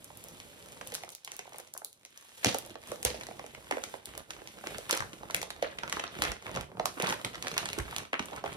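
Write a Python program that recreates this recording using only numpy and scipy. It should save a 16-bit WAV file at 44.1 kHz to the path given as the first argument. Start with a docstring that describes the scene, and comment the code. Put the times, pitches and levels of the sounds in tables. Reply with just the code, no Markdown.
"""A large stiff paper mailer is handled close to a stereo microphone in a small room.
At first it lies on the desk, rustling, with fine crinkles, snaps and hollow pops that ring the desk top.
It slaps down twice and scuffs to rest, then is lifted; now the small crinkles are duller.
Bent and turned in the hands, its creases snap and ring their panels, folds crack in runs, panels pop and
the bag thumps. Grainy sliding noise runs throughout, and the walls add a short diffuse tail."""
import sys
import numpy as np
from scipy import signal
from scipy.fft import rfft, irfft, next_fast_len
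from scipy.io import wavfile
from scipy.ndimage import uniform_filter1d

SR = 44100
rng = np.random.default_rng(int(sys.argv[2]) if len(sys.argv) > 2 else 0)


def digitize_waveform(pressure):
    """Quantize a signal to 16-bit integers and store it at the path in sys.argv[1].

    Rows of a 2-D input are taken as channels; values are limited to [-1, 1].
    """
    field = np.atleast_2d(pressure).T
    bounded = np.clip(field, -1, 1)
    quanta = np.round(bounded * 32767).astype(np.int16)
    wavfile.write(sys.argv[1], SR, quanta)


N = 377496

# Single crease snaps, higher when smaller: (time [s], crack level over 1 ms [dB], crack centre [Hz])
CREASE_SNAPS = [(0.044, -36, 13000), (0.1728, -36.5, 14000), (0.24, -35.5, 14500), (0.2855, -39, 13000),
                (0.401, -37, 3000), (0.8124, -33, 1800), (0.873, -31.5, 7600), (0.9209, -34.5, 2880),
                (0.94, -29.5, 6000), (0.9455, -27.5, 8000), (0.9509, -24.5, 6200), (0.954, -36, 6900),
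                (1.0354, -34.5, 2680), (1.091, -36, 3850), (1.103, -41, 8000), (1.15, -33, 9000),
                (1.248, -31.5, 7900), (1.276, -33, 2080), (1.318, -31, 4040), (1.3661, -34.5, 14000),
                (1.392, -29.5, 2720), (1.584, -33, 14100), (1.6, -38, 6040), (1.7382, -31.5, 14300),
                (1.777, -28.5, 9300), (1.847, -25.5, 13000), (1.929, -44, 6740), (2.0507, -37.5, 4600),
                (2.1752, -38, 5200), (2.4463, -12.5, 3930), (2.4614, -24, 2600), (2.545, -26, 6940),
                (2.5855, -25.5, 13100), (2.705, -42, 2190), (2.756, -46, 2430), (3.029, -27, 4470),
                (3.05, -13.5, 9600), (3.072, -37, 6000), (3.2111, -31.5, 1940), (3.2345, -36, 2060),
                (3.2682, -34, 3000), (3.394, -38.5, 2600), (3.464, -39, 3280), (3.549, -35.5, 2070),
                (3.7109, -23, 2200), (3.8381, -25.5, 2320), (4.0568, -31, 6460), (4.1773, -29.5, 7850),
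                (4.306, -28.5, 2520), (4.474, -34.5, 3200), (4.6707, -27, 2220), (4.746, -32.5, 1050),
                (4.783, -31, 5000), (4.894, -29, 3600), (4.8972, -29.5, 1900), (4.91, -15.5, 4500),
                (4.9262, -25, 2950), (4.929, -19.5, 3300), (4.9502, -28, 4200), (4.968, -31, 5000),
                (4.9743, -24.5, 3600), (5.005, -32.5, 4000), (5.132, -36, 2020), (5.3086, -30.5, 3000),
                (5.346, -15, 3400), (5.365, -29, 5630), (5.416, -26.5, 3570), (5.429, -27.5, 2800),
                (5.5045, -27.5, 2380), (5.625, -29, 2070), (5.7866, -27.5, 1420), (5.8343, -24.5, 1420),
                (5.878, -31, 1800), (5.897, -29.5, 2820), (5.9259, -20.5, 2490), (5.9645, -35, 1700),
                (5.9962, -24, 1400), (6.039, -26.5, 1160), (6.2209, -16, 3300), (6.238, -22.5, 2770),
                (6.251, -25, 2200), (6.318, -27, 2700), (6.466, -31.5, 2000), (6.544, -36, 2200),
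                (6.561, -29, 2500), (6.61, -30.5, 3980), (6.8566, -18.5, 4150), (7, -25.5, 2500),
                (7.0228, -22.5, 3340), (7.04, -24, 746), (7.047, -30, 1800), (7.07, -26.5, 2800),
                (7.09, -25.5, 2200), (7.0985, -25, 2220), (7.125, -26, 2400), (7.2476, -21.5, 1990),
                (7.3456, -33, 1330), (7.355, -32.5, 1820), (7.425, -26.5, 2520), (7.4703, -23.5, 1700),
                (7.482, -26, 2700), (7.5153, -29, 2280), (7.541, -32, 1890), (7.5672, -28.5, 1240),
                (7.5792, -16, 3160), (7.6567, -24, 2400), (7.6883, -27, 2030), (7.7869, -26, 4120),
                (7.731, -25.5, 3700), (7.9636, -23, 3770), (7.983, -25, 2840), (8.1306, -28, 1480),
                (8.194, -23.5, 1300), (8.257, -35, 4470), (8.3623, -36, 3440), (8.46, -30.5, 1350),
                (8.537, -41, 3960)]
# A typical crease: crack level [dB], crack centre [Hz], panel ring re the crack [dB]
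TYPICAL_DB, TYPICAL_HZ, RING_DB = -12, 2820, -10.5
# Harder and bigger (lower) creases move more of the panel: [dB per dB], [dB per octave]
RING_PER_DB, RING_DB_PER_OCTAVE = 0.07, -6
PANEL_HZ, PANEL_SCATTER_OCTAVES = 865, 0.21  # ring pitch of a typical panel and its spread

# Flat panels buckling with a hollow pop: (time [s], reference level over 1 ms [dB], pitch [Hz])
PANEL_POPS = [(0.103, -40.5, 820), (0.815, -33.5, 760), (0.925, -36, 630), (0.981, -38, 880),
              (1.036, -35, 706), (1.078, -41, 855), (1.393, -37.5, 547), (1.455, -43, 830),
              (1.476, -41, 770), (1.522, -39.5, 776), (1.544, -36, 800), (1.584, -42, 820),
              (1.598, -37.5, 672), (1.751, -39, 790), (1.765, -38, 880), (1.8184, -37.5, 860),
              (2.446, -24, 663), (2.546, -19, 657), (2.7552, -30.5, 692), (2.9181, -27, 687),
              (3.0505, -23, 574), (3.103, -37, 455), (3.144, -32, 650), (3.287, -33, 597),
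              (3.311, -34, 650), (3.3945, -32, 786), (3.4411, -34.5, 623), (3.7114, -18.5, 683),
              (3.7233, -25, 1410), (3.7698, -23, 612), (3.782, -32, 1200), (3.9398, -26.5, 720),
              (4.1774, -32.5, 618), (4.418, -36, 604), (4.6388, -33, 650), (4.6697, -29.5, 547),
              (4.785, -31, 617), (4.927, -24.5, 680), (5.0047, -22, 1310), (5.0225, -26, 1220),
              (5.2325, -31, 760), (5.2997, -27.5, 1190), (5.429, -32.5, 690), (5.6253, -17, 620),
              (5.669, -31, 600), (5.9687, -24.5, 970), (6.1667, -33, 500), (6.493, -30, 834),
              (6.562, -23.5, 655), (6.572, -21, 840), (6.717, -37.5, 600), (6.771, -35.5, 780),
              (6.7971, -17.5, 750), (6.8565, -20, 1145), (6.9999, -24, 522), (7.0303, -21.5, 670),
              (8.131, -23, 602), (8.1318, -21, 1650), (8.141, -21.5, 1820), (8.1941, -25, 1700),
              (8.331, -29, 730), (8.4399, -22, 787), (8.462, -28, 860)]
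# Parts of a pop, re its level: starting crack [dB] and its centre [Hz], flip [dB], accompanying ring [dB]
POP_CRACK_DB, POP_CRACK_HZ, POP_FLIP_DB, POP_RING_DB = -9, 1250, -3.5, -3.5

# Folds giving way in a run of cracks: (time [s], length [s], rms before the run fades [dB], centre [Hz])
FOLD_CRUMPLES = [(0.953, 0.036, -49.5, 3530), (1.117, 0.02, -47, 6000), (1.282, 0.083, -56, 2300),
                 (2.429, 0.019, -36.5, 2800), (3.73, 0.03, -47, 1300), (4.895, 0.017, -32, 1500),
                 (4.928, 0.07, -35, 1950), (5.63, 0.039, -37.5, 1690), (5.667, 0.082, -48.5, 2080),
                 (6.043, 0.075, -45.5, 2000), (6.242, 0.085, -38, 1640), (6.55, 0.032, -45, 955),
                 (6.971, 0.022, -40, 900), (7.004, 0.023, -35, 1500), (7.053, 0.094, -34.5, 1520),
                 (7.582, 0.025, -39.5, 1300), (7.783, 0.026, -35, 1530), (8.137, 0.025, -34.5, 1910),
                 (8.319, 0.065, -41.5, 660)]
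# The mailer landing flat and scuffing to rest:
# (time [s], starting rms before the soft onset [dB], t60 [s], spectral tilt [dB per octave])
DESK_SLAPS = [(2.457, -26, 0.31, 0.5), (3.051, -32, 0.34, -0.7)]
# The whole bag flexing: (time [s], approximate peak level [dB], pitch [Hz], t60 [s])
BAG_THUMPS = [(2.458, -19.5, 250, 0.09), (2.461, -23.5, 96, 0.071), (2.708, -36.5, 277, 0.038),
              (3.052, -30, 104, 0.088), (3.055, -28, 54.4, .1), (3.721, -28, 307, 0.073),
              (4.925, -27, 337, 0.074), (5.002, -30, 83.5, 0.071), (6.291, -28.5, 56, .07),
              (6.584, -35, 78, 0.076), (7.033, -26.5, 183, 0.061), (7.794, -23.5, 61.8, .08),
              (7.778, -26, 333, 0.073), (8.201, -23, 237, 0.036)]

# Paper sliding under the hands, before layer trims and hand motion:
# (time [s], dull rubbing level [dB], rustle level [dB], hiss level [dB])
SLIDE_LEVELS = [(0.0, -61.5, -60.5, -60.5), (0.9, -57.5, -57.5, -59.5), (1.14, -67.5, -61.5, -68),
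                (1.64, -70.5, -61, -66.5), (1.86, -75, -84, -78), (2.14, -78, -62.5, -69),
                (2.53, -68, -57.5, -51), (2.64, -53.5, -57, -64), (2.86, -63.5, -59.5, -62.5),
                (3.1, -52.5, -60, -59), (3.48, -59, -60, -62.5), (3.93, -59, -56, -56),
                (4.12, -55, -55, -61.5), (4.46, -57.5, -59.5, -61.5), (4.84, -56.5, -55, -56.5),
                (5.13, -56, -62, -61), (5.7, -54.5, -61, -66), (6.05, -54, -52, -59.5),
                (6.44, -50, -51.5, -59.5), (6.63, -46.5, -53.5, -62), (6.84, -49, -86, -66),
                (6.98, -57.5, -53, -54.5), (7.34, -53, -57, -61.5), (7.63, -49.5, -50.5, -54.5),
                (8.2, -55, -56, -64), (8.56, -48.5, -49.5, -57)]
# How hard the hands bend the paper: (time [s], crinkle level over the rustle [dB])
BENDING_LEVELS = [(0, -43), (.65, 10.5), (.85, 11), (1.8, 10.5), (2.43, 8.5), (2.6, 11), (3.6, 8),
                  (4.3, 10), (4.8, 8), (5.7, 11.5), (6.4, 14), (8.56, 10)]
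# Quick strokes of the hand that swell and die away: (middle time [s], length [s], boost [dB])
HAND_STROKES = [(0.32, 0.34, 2.5), (0.93, 0.1, 3), (1.322, 0.11, 1), (1.556, 0.11, 6.5), (2.917, 0.15, 8.5),
                (4.707, 0.22, 6), (5.387, 0.19, 3.5), (5.957, 0.091, 6), (6.268, 0.25, 8.5),
                (6.564, 0.068, 4.5), (7.103, 0.096, 13.5), (7.26, 0.035, 10), (7.95, 0.19, 4.5)]
# The hands stop to change grip: (middle time [s], length [s])
GRIP_PAUSES = [(1.185, 0.22), (2.769, 0.075), (4.017, 0.093), (4.249, 0.098), (5.537, 0.015),
               (6.087, 0.069), (6.369, 0.15), (6.699, 0.17), (8.118, 0.17), (8.42, 0.051)]
PAUSE_DB = -11

# Colour of a crack, before its own pitch and facet: (frequency [Hz], relative level [dB])
CRACK_COLOUR = [(150, -38), (400, -29), (1000, -11), (2000, -7.5), (5000, -13.5), (6300, -8.5),
                (7700, -11.5), (10500, -9), (13000, -7.5), (16000, -21.5)]
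# Colour of the dull rubbing: (frequency [Hz], relative level [dB])
RUBBING_COLOUR = [(25, 0.5), (55, 1), (100, 4.5), (170, 3), (300, 0.5), (550, 1.5), (900, -5),
                  (1600, -13.5), (4000, -37)]
# Colour of the rustle: (frequency [Hz], relative level [dB])
RUSTLE_COLOUR = [(400, -34), (1000, -2.5), (2200, 3), (3500, 4), (5500, -16), (9000, -38)]
# Colour of the fibre hiss: (frequency [Hz], relative level [dB])
HISS_COLOUR = [(3000, 5.5), (6000, 5), (7700, 9.5), (10500, 5.5), (13000, 7.5), (15000, -2), (17000, -27)]
# Colour of the desk scuff, before each slap's tilt: (frequency [Hz], relative level [dB])
SCUFF_COLOUR = [(150, -31), (500, 11), (1200, 0), (2200, 4), (4200, 3), (6300, -1), (8000, -8),
                (12000, -15), (16000, -24)]

LIFT_S = 3.4  # the mailer leaves the desk
# Lying flat only tiny wrinkles give; lifted, bigger and duller ones do
CRINKLE_FLAT_HZ, CRINKLE_LIFTED_HZ = 3630, 1170
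# Resonances of the desk top: (frequency [Hz], width [Hz], level re the paper sound [dB])
DESK_MODES = [(483, 55, -6), (720, 67, -8.5)]
# Decay time of the room: (frequency [Hz], t60 [s])
ROOM_DECAY = [(100, 0.31), (500, 0.23), (2000, 0.24), (6000, 0.31), (14000, 0.17)]

PORT_LAG_S = 0.0002  # the mailer is to the right: the left port hears it later
# The left port is mostly weaker: (frequency [Hz], left level re right [dB])
LEFT_BALANCE = [(60, -8.5), (125, 0.5), (400, -5), (2000, -1), (4000, -3), (9000, 1.5)]
# Power common to both channels in the treble: (frequency [Hz], share [0-1])
SHARED_TREBLE = [(5700, 0), (8000, 0.56), (10800, 1), (13000, 1)]
# How far the left lags in the shared treble: (frequency [Hz], phase lag [radians])
TREBLE_PHASE = [(7200, 2.5), (10000, 0.47), (11800, -2.1), (15500, -2)]
TOP_HZ = 16400  # top of the finished sound


def creases(lead_s=0.0037, step_s=.0025, step_db=-10, step_db_per_octave=-5, step_octaves=0.54):
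    """Single snaps ring the panel by force and size, then crack again, more strongly in big creases."""
    out = np.zeros((2, N))
    for s, db, hz in CREASE_SNAPS:
        smallness = np.log2(hz / TYPICAL_HZ)
        force_db = RING_PER_DB * (db - TYPICAL_DB)
        ring_db = db + RING_DB + force_db + RING_DB_PER_OCTAVE * smallness
        ring_hz = PANEL_HZ * 2 ** (PANEL_SCATTER_OCTAVES * rng.standard_normal())
        add(out, s - lead_s, snap(hz, db, ring_hz, ring_db))
        second = crack(hz * 2 ** (step_octaves * rng.standard_normal()))
        second_db = db + step_db + step_db_per_octave * smallness
        add(out, s - lead_s + step_s * rng.uniform(0.54, 2), undb(second_db) * second)
    return out


def snap(hz, db, ring_hz, ring_db, lead_s=0.003248):
    """A crack and, starting just before its flip, the ring of its panel."""
    out = np.zeros((2, 4096))
    tick, ring, start = crack(hz), panel(ring_hz), int(lead_s * SR)
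    out[:, :tick.shape[1]] += undb(db) * tick
    out[:, start:start + ring.shape[1]] += undb(ring_db) * ring
    return out


def crack(hz, width_s=0.00025, lead_db=-21, lead_s=0.0042, flutter_db=-14, flutter_s=0.0073,
          octaves=1.244, apart=0.37, travel_s=0.000535, size=1024):
    """A crease strains, flips abruptly and flutters briefly; dull ones are bigger and slower."""
    t = np.arange(size) / SR - .004  # the flip is centred 4 ms in
    flip = np.exp(-.5 * (t / (width_s * (4000 / hz) ** 1.05)) ** 2)  # width_s holds at 4 kHz
    lead = (t < 0) * np.exp(-np.abs(t) / lead_s)
    flutter = (t >= 0) * np.exp(-np.abs(t) / flutter_s)
    noise = rng.standard_normal((3, size))
    burst = np.array([unit(row) for row in flip * noise])
    x = burst + (undb(lead_db) * unit(lead) + undb(flutter_db) * unit(flutter)) * noise
    f = freqs(x)
    even = uniform_filter1d(np.abs(rfft(x)) ** 2, size=24, axis=1) ** -.5  # a sudden flip feeds all frequencies
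    # low bending waves travel slowly and arrive last; travel_s is the delay at 1 kHz
    spread = np.exp(-4j * np.pi * travel_s * np.sqrt(1000 * f))
    colour = facet(f) * undb(on_log(f, CRACK_COLOUR)) * bell(f, hz, octaves)
    x = shape(x, even * spread * colour)
    lag_s = PORT_LAG_S * (1 + 0.29 * rng.standard_normal())
    return ports(x, apart, lag_s, point_hz=7600) * np.sqrt(SR / 1000 / size)  # energy of 1 ms at rms 1


def facet(f, ripple_db=3.0, count=16):
    """Each facet of the crumpled sheet has its own peaks and dips."""
    knots = np.linspace(np.log(CRACK_COLOUR[0][0]), np.log(SR / 2), count)
    return unit(undb(np.interp(np.log(f), knots, ripple_db * rng.standard_normal(count))))


def panel(hz, span=1.421, octaves=0.62, cycles=3.64, rise_s=0.00024, count=12, size=2048):
    """The panel beside the crease rings for a few cycles in a cluster of bending modes."""
    t = np.arange(size) / SR
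    places = np.linspace(-1, 1, count) + rng.uniform(-0.86, 1, count) / count
    f = hz * 2 ** (span * places)[:, None]  # span in octaves to each side
    weights = 1 / (1 + (np.log2(f / hz) / octaves) ** 2)
    modes = weights * np.exp(-f * t / cycles + 2j * np.pi * f * t)
    phases = np.exp(2j * np.pi * rng.random((3, count)))
    x = (phases @ modes).real * (1 - np.exp(-t / rise_s))
    return ports(x, 0.83) * np.sqrt(SR / 1000 / size)


def pops(lead_s=.0034):
    """Panels flip through: a dull crack, a falling hollow note and a little ring."""
    out = np.zeros((2, N))
    for s, db, hz in PANEL_POPS:
        add(out, s - lead_s, snap(POP_CRACK_HZ, db + POP_CRACK_DB, hz, db + POP_RING_DB))
        add(out, s, undb(db + POP_FLIP_DB) * buckle(hz))
    return out


def buckle(hz, start=2.118, end=0.632, glide_s=0.0019, cycles=1.77, scatter_octaves=0.17, size=1024):
    """A panel flips through in a few swings, falling in pitch as the slow, long waves arrive."""
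    t = np.arange(size) / SR
    glide = end + (start - end) * np.exp(-t / glide_s)  # multiples of hz
    pitch = hz * glide * 2 ** (scatter_octaves * rng.uniform(-0.9, 1, (3, 1)))
    turns = np.cumsum(pitch, axis=1) / SR + rng.random((3, 1))
    swing = t * hz / cycles
    x = np.sin(2 * np.pi * turns) * swing * np.exp(-.5 * swing ** 2)
    return ports(x, 0.46) * np.sqrt(SR / 1000 / size)


def crumples(fade=1.0, scatter_db=5.0, scatter_octaves=0.59, octaves=0.39, ring_db=-9, ring_hz=720,
             ring_octaves=0.32, count=28):
    """Cracks of all sizes run along a fold, facing every way, shake the panels beside it and die down."""
    out = np.zeros((2, N))
    for s, length, db, hz in FOLD_CRUMPLES:
        along = (np.arange(count) + rng.uniform(-0.58, .5, count)) / count
        sizes = unit(undb(scatter_db * rng.standard_normal(count)))
        # share the run's energy among its cracks
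        sizes = undb(db) * sizes * np.exp(-fade * along) * np.sqrt(1000 * length / count)
        for place, size in zip(along, sizes):
            bright, pitch = rng.standard_normal(2)
            tick = crack(hz * 2 ** (scatter_octaves * bright), octaves=octaves, apart=1.0)
            ring = panel(ring_hz * 2 ** (ring_octaves * pitch), size=1024)
            add(out, s - .003 + place * length, size * tick)
            add(out, s + place * length, size * undb(ring_db) * ring)
    return out


def slaps(rise_s=0.00068, flutter_db=1.0, flutter_s=0.0058, size=12000):
    """The whole face of the sheet meets the desk: countless tiny contacts that die away unevenly."""
    out, t = np.zeros((2, N)), np.arange(size) / SR
    for s, db, t60, tilt_db in DESK_SLAPS:
        contacts = grains(size, per_s=1800, spread=6.1, grain_s=0.0019)
        f = freqs(contacts)
        scuff = ports(shape(contacts, undb(on_log(f, SCUFF_COLOUR) + tilt_db * np.log2(f))), 2.2)
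        flutter = np.interp(t / flutter_s, np.arange(size), rng.standard_normal(size))
        fall = undb(db - 60 * t / t60 + flutter_db * flutter)
        add(out, s, scuff * (1 - np.exp(-t / rise_s)) * fall)
    return out


def thumps(rise_s=0.0018, octaves=0.39, size=16384):
    """The flexing bag pushes out a low, rough puff: a narrow noise band that decays."""
    out, t = np.zeros((2, N)), np.arange(size) / SR
    for s, db, hz, t60 in BAG_THUMPS:
        fall = (1 - np.exp(-t / rise_s)) * undb(-60 * t / t60)
        noise = rng.standard_normal((3, size))
        puff = ports(shape(noise, bell(freqs(noise), hz, octaves)) * fall, 0.49)
        # turn overall rms into an approximate peak level
        add(out, s, undb(db) * puff * np.sqrt(np.mean(fall ** 2) / 2))
    return out


def crinkles(ring_hz=740, ring_db=-5, spread_db=2.5, scatter_octaves=0.64, count=380):
    """Many small wrinkles pop at random while the sheet moves, more strongly the harder it is bent."""
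    out, time = np.zeros((2, N)), np.arange(N) / SR
    s, _, rustle_db, _ = np.transpose(SLIDE_LEVELS)
    bending_db = np.interp(time, *np.transpose(BENDING_LEVELS))
    strain_db = np.interp(time, s, rustle_db) + bending_db + motion()
    for t in (np.arange(count) + rng.uniform(-1, 2, count)) / count * N / SR:
        db = np.interp(t, time, strain_db) + spread_db * min(rng.exponential(), 3)
        bright, pitch = rng.standard_normal(2)
        hz = CRINKLE_FLAT_HZ if t < LIFT_S else CRINKLE_LIFTED_HZ
        add(out, t, snap(hz * 2 ** (scatter_octaves * bright), db, ring_hz * 2 ** (.5 * pitch), db + ring_db))
    return out


def slide():
    """Sliding paper: soft bumps, a grainy rustle and fine fibre hiss; on the desk the rubbing is even."""
    s, *levels = np.transpose(SLIDE_LEVELS)
    size = next_fast_len(N)
    on_desk = np.arange(size) / SR < LIFT_S
    flat_bumps = grains(size, per_s=900, spread=1.1, grain_s=0.0083)
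    lifted_bumps = grains(size, per_s=300, spread=4.0, grain_s=0.0081)
    flat_scrape = grains(size, per_s=660, spread=2.2, grain_s=0.0031)
    lifted_scrape = grains(size, per_s=490, spread=2.9, grain_s=0.0052)
    bumps = np.where(on_desk, flat_bumps, lifted_bumps)
    scrape = np.where(on_desk, flat_scrape, lifted_scrape)
    fibres = grains(size, per_s=1600, spread=1.1, grain_s=0.0028)
    # signal, colour, stereo spread, trim [dB]
    layers = [(bumps, RUBBING_COLOUR, .4, 1.5), (scrape, RUSTLE_COLOUR, .9, -2.5), (fibres, HISS_COLOUR, .9, 1.5)]
    out = 0
    for (x, colour, apart, trim_db), db in zip(layers, levels):
        x = ports(shape(x, undb(on_log(freqs(x), colour))), apart)[:, :N]
        out = out + x * undb(trim_db + np.interp(np.arange(N) / SR, s, db))
    return out * undb(motion())


def grains(size, per_s, spread, grain_s):
    """Noise gated by tiny fibre slips at random moments: most are weak, a few strong."""
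    strength = undb(spread * np.minimum(rng.exponential(size=size), 4))  # spread in dB
    slips = (rng.random(size) < per_s / SR) * strength
    power = signal.lfilter([1], [1, -np.exp(-2 / (grain_s * SR))], slips ** 2)
    return unit(np.sqrt(power) * rng.standard_normal((3, size)))


def motion():
    """Strokes lift the level of the sliding and crinkling, and pauses lower it (dB)."""
    strokes_db = sum(db * swell(s, length) for s, length, db in HAND_STROKES)
    return strokes_db + PAUSE_DB * sum(swell(s, length) for s, length in GRIP_PAUSES)


def swell(middle, length):
    """A smooth rise and fall, 1 at its middle."""
    return np.cos(np.pi * np.clip((np.arange(N) / SR - middle) / length, -.5, .5))


def desk(x):
    """Paper impacts ring two resonances of the desk top under the mailer, until it is lifted."""
    f = freqs(x)
    modes = sum(undb(db) / (1 + 1j * (f ** 2 - hz ** 2) / (f * width)) for hz, width, db in DESK_MODES)
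    return shape(x * (np.arange(N) / SR < LIFT_S), modes)


def room(x, wet_db=-9.5, count=8):
    """The mailer keeps moving, so each of eight stretches gets its own pattern of reflections."""
    wet, step = np.zeros((2, N)), N // count + 1
    for i in range(0, N, step):
        add(wet, i / SR, undb(wet_db) * signal.fftconvolve(x[:, i:i + step], walls(), axes=1))
    return x + wet


def walls(treble_db=-2.5, first_s=0.0047, alike_hz=350, size=20000):
    """Desk and walls answer after a few milliseconds with a diffuse tail, decaying by frequency band."""
    t, tail = np.arange(size) / SR, 0
    mid, side = rng.standard_normal((2, size))
    for hz in 62.5 * 2 ** np.arange(9):  # octave bands
        width = min(hz / alike_hz, 1)  # long waves reach both ports alike
        noise = (mid + width * side * np.array([[1], [-1]])) / np.hypot(1, width)
        band = shape(noise, np.maximum(1 - np.abs(np.log2(freqs(noise) / hz)), 0))
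        # treble_db is the starting tilt at 8 kHz
        tail = tail + band * undb(treble_db * hz / 8000 - 60 * t / on_log(hz, ROOM_DECAY))
    return unit(tail * (1 - np.exp(-(t / first_s) ** 2))) / np.sqrt(size)


def ports(three, apart, lag_s=PORT_LAG_S, point_hz=30000):
    """A shared wave reaches the left port late; the wide sheet adds separate waves, fading above point_hz."""
    f = freqs(three)
    shared = np.array([shape(three[0], np.exp(-2j * np.pi * f * lag_s)), three[0]])
    return unit(shared + shape(three[1:], apart / (1 + (f / point_hz) ** 4)))


def narrow(x):
    """The high treble is nearly the same wave in both channels, shifted in phase."""
    f = freqs(x)
    share = np.clip(on_log(f, SHARED_TREBLE), 0, 1)
    own = shape(x[0], np.sqrt(1 - share))
    common = shape(x[1], np.sqrt(share) * np.exp(-1j * on_log(f, TREBLE_PHASE)))
    return np.array([own + common, x[1]])


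def undb(db):
    """Decibels to gain."""
    return 10 ** (np.asarray(db) / 20)


def unit(x):
    """Scale to rms 1."""
    return x / np.sqrt(np.mean(x ** 2) + 1e-20)


def freqs(x):
    """Frequencies of the spectrum of x, at least 1 Hz."""
    return np.maximum(np.fft.rfftfreq(x.shape[-1], 1 / SR), 1)


def on_log(hz, points):
    """Read (Hz, value) points on a log-frequency axis."""
    f, value = np.transpose(points)
    return np.interp(np.log(hz), np.log(f), value)


def shape(x, gain):
    """Filter by a gain per frequency."""
    return irfft(rfft(x) * gain, x.shape[-1])


def bell(f, hz, octaves):
    """A smooth hump around hz."""
    return np.exp(-.5 * (np.log2(f / hz) / octaves) ** 2)


def add(out, s, x):
    """Mix x in from time s."""
    i = max(int(s * SR), 0)
    out[:, i:i + x.shape[1]] += x[:, :max(N - i, 0)]


def scene():
    """All the paper sounds, in the room, balanced between left and right."""
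    snaps = creases() + pops() + crumples() + slaps()
    both = room(snaps + desk(snaps) + crinkles() + thumps() + slide())
    halves = np.array([[.5], [-.5]])  # each side takes half of the level difference
    return shape(both, undb(halves * on_log(freqs(both), LEFT_BALANCE)))


def record(dry, low_hz=42):
    """The deepest bass is cut, the treble is drawn to the centre and the sound stops above TOP_HZ."""
    high_pass = signal.butter(4, low_hz, "high", fs=SR, output="sos")
    low_pass = signal.ellip(8, .2, 70, TOP_HZ, fs=SR, output="sos")
    return signal.sosfilt(low_pass, signal.sosfilt(high_pass, narrow(dry)))


dry = scene()
out = record(dry)
digitize_waveform(out)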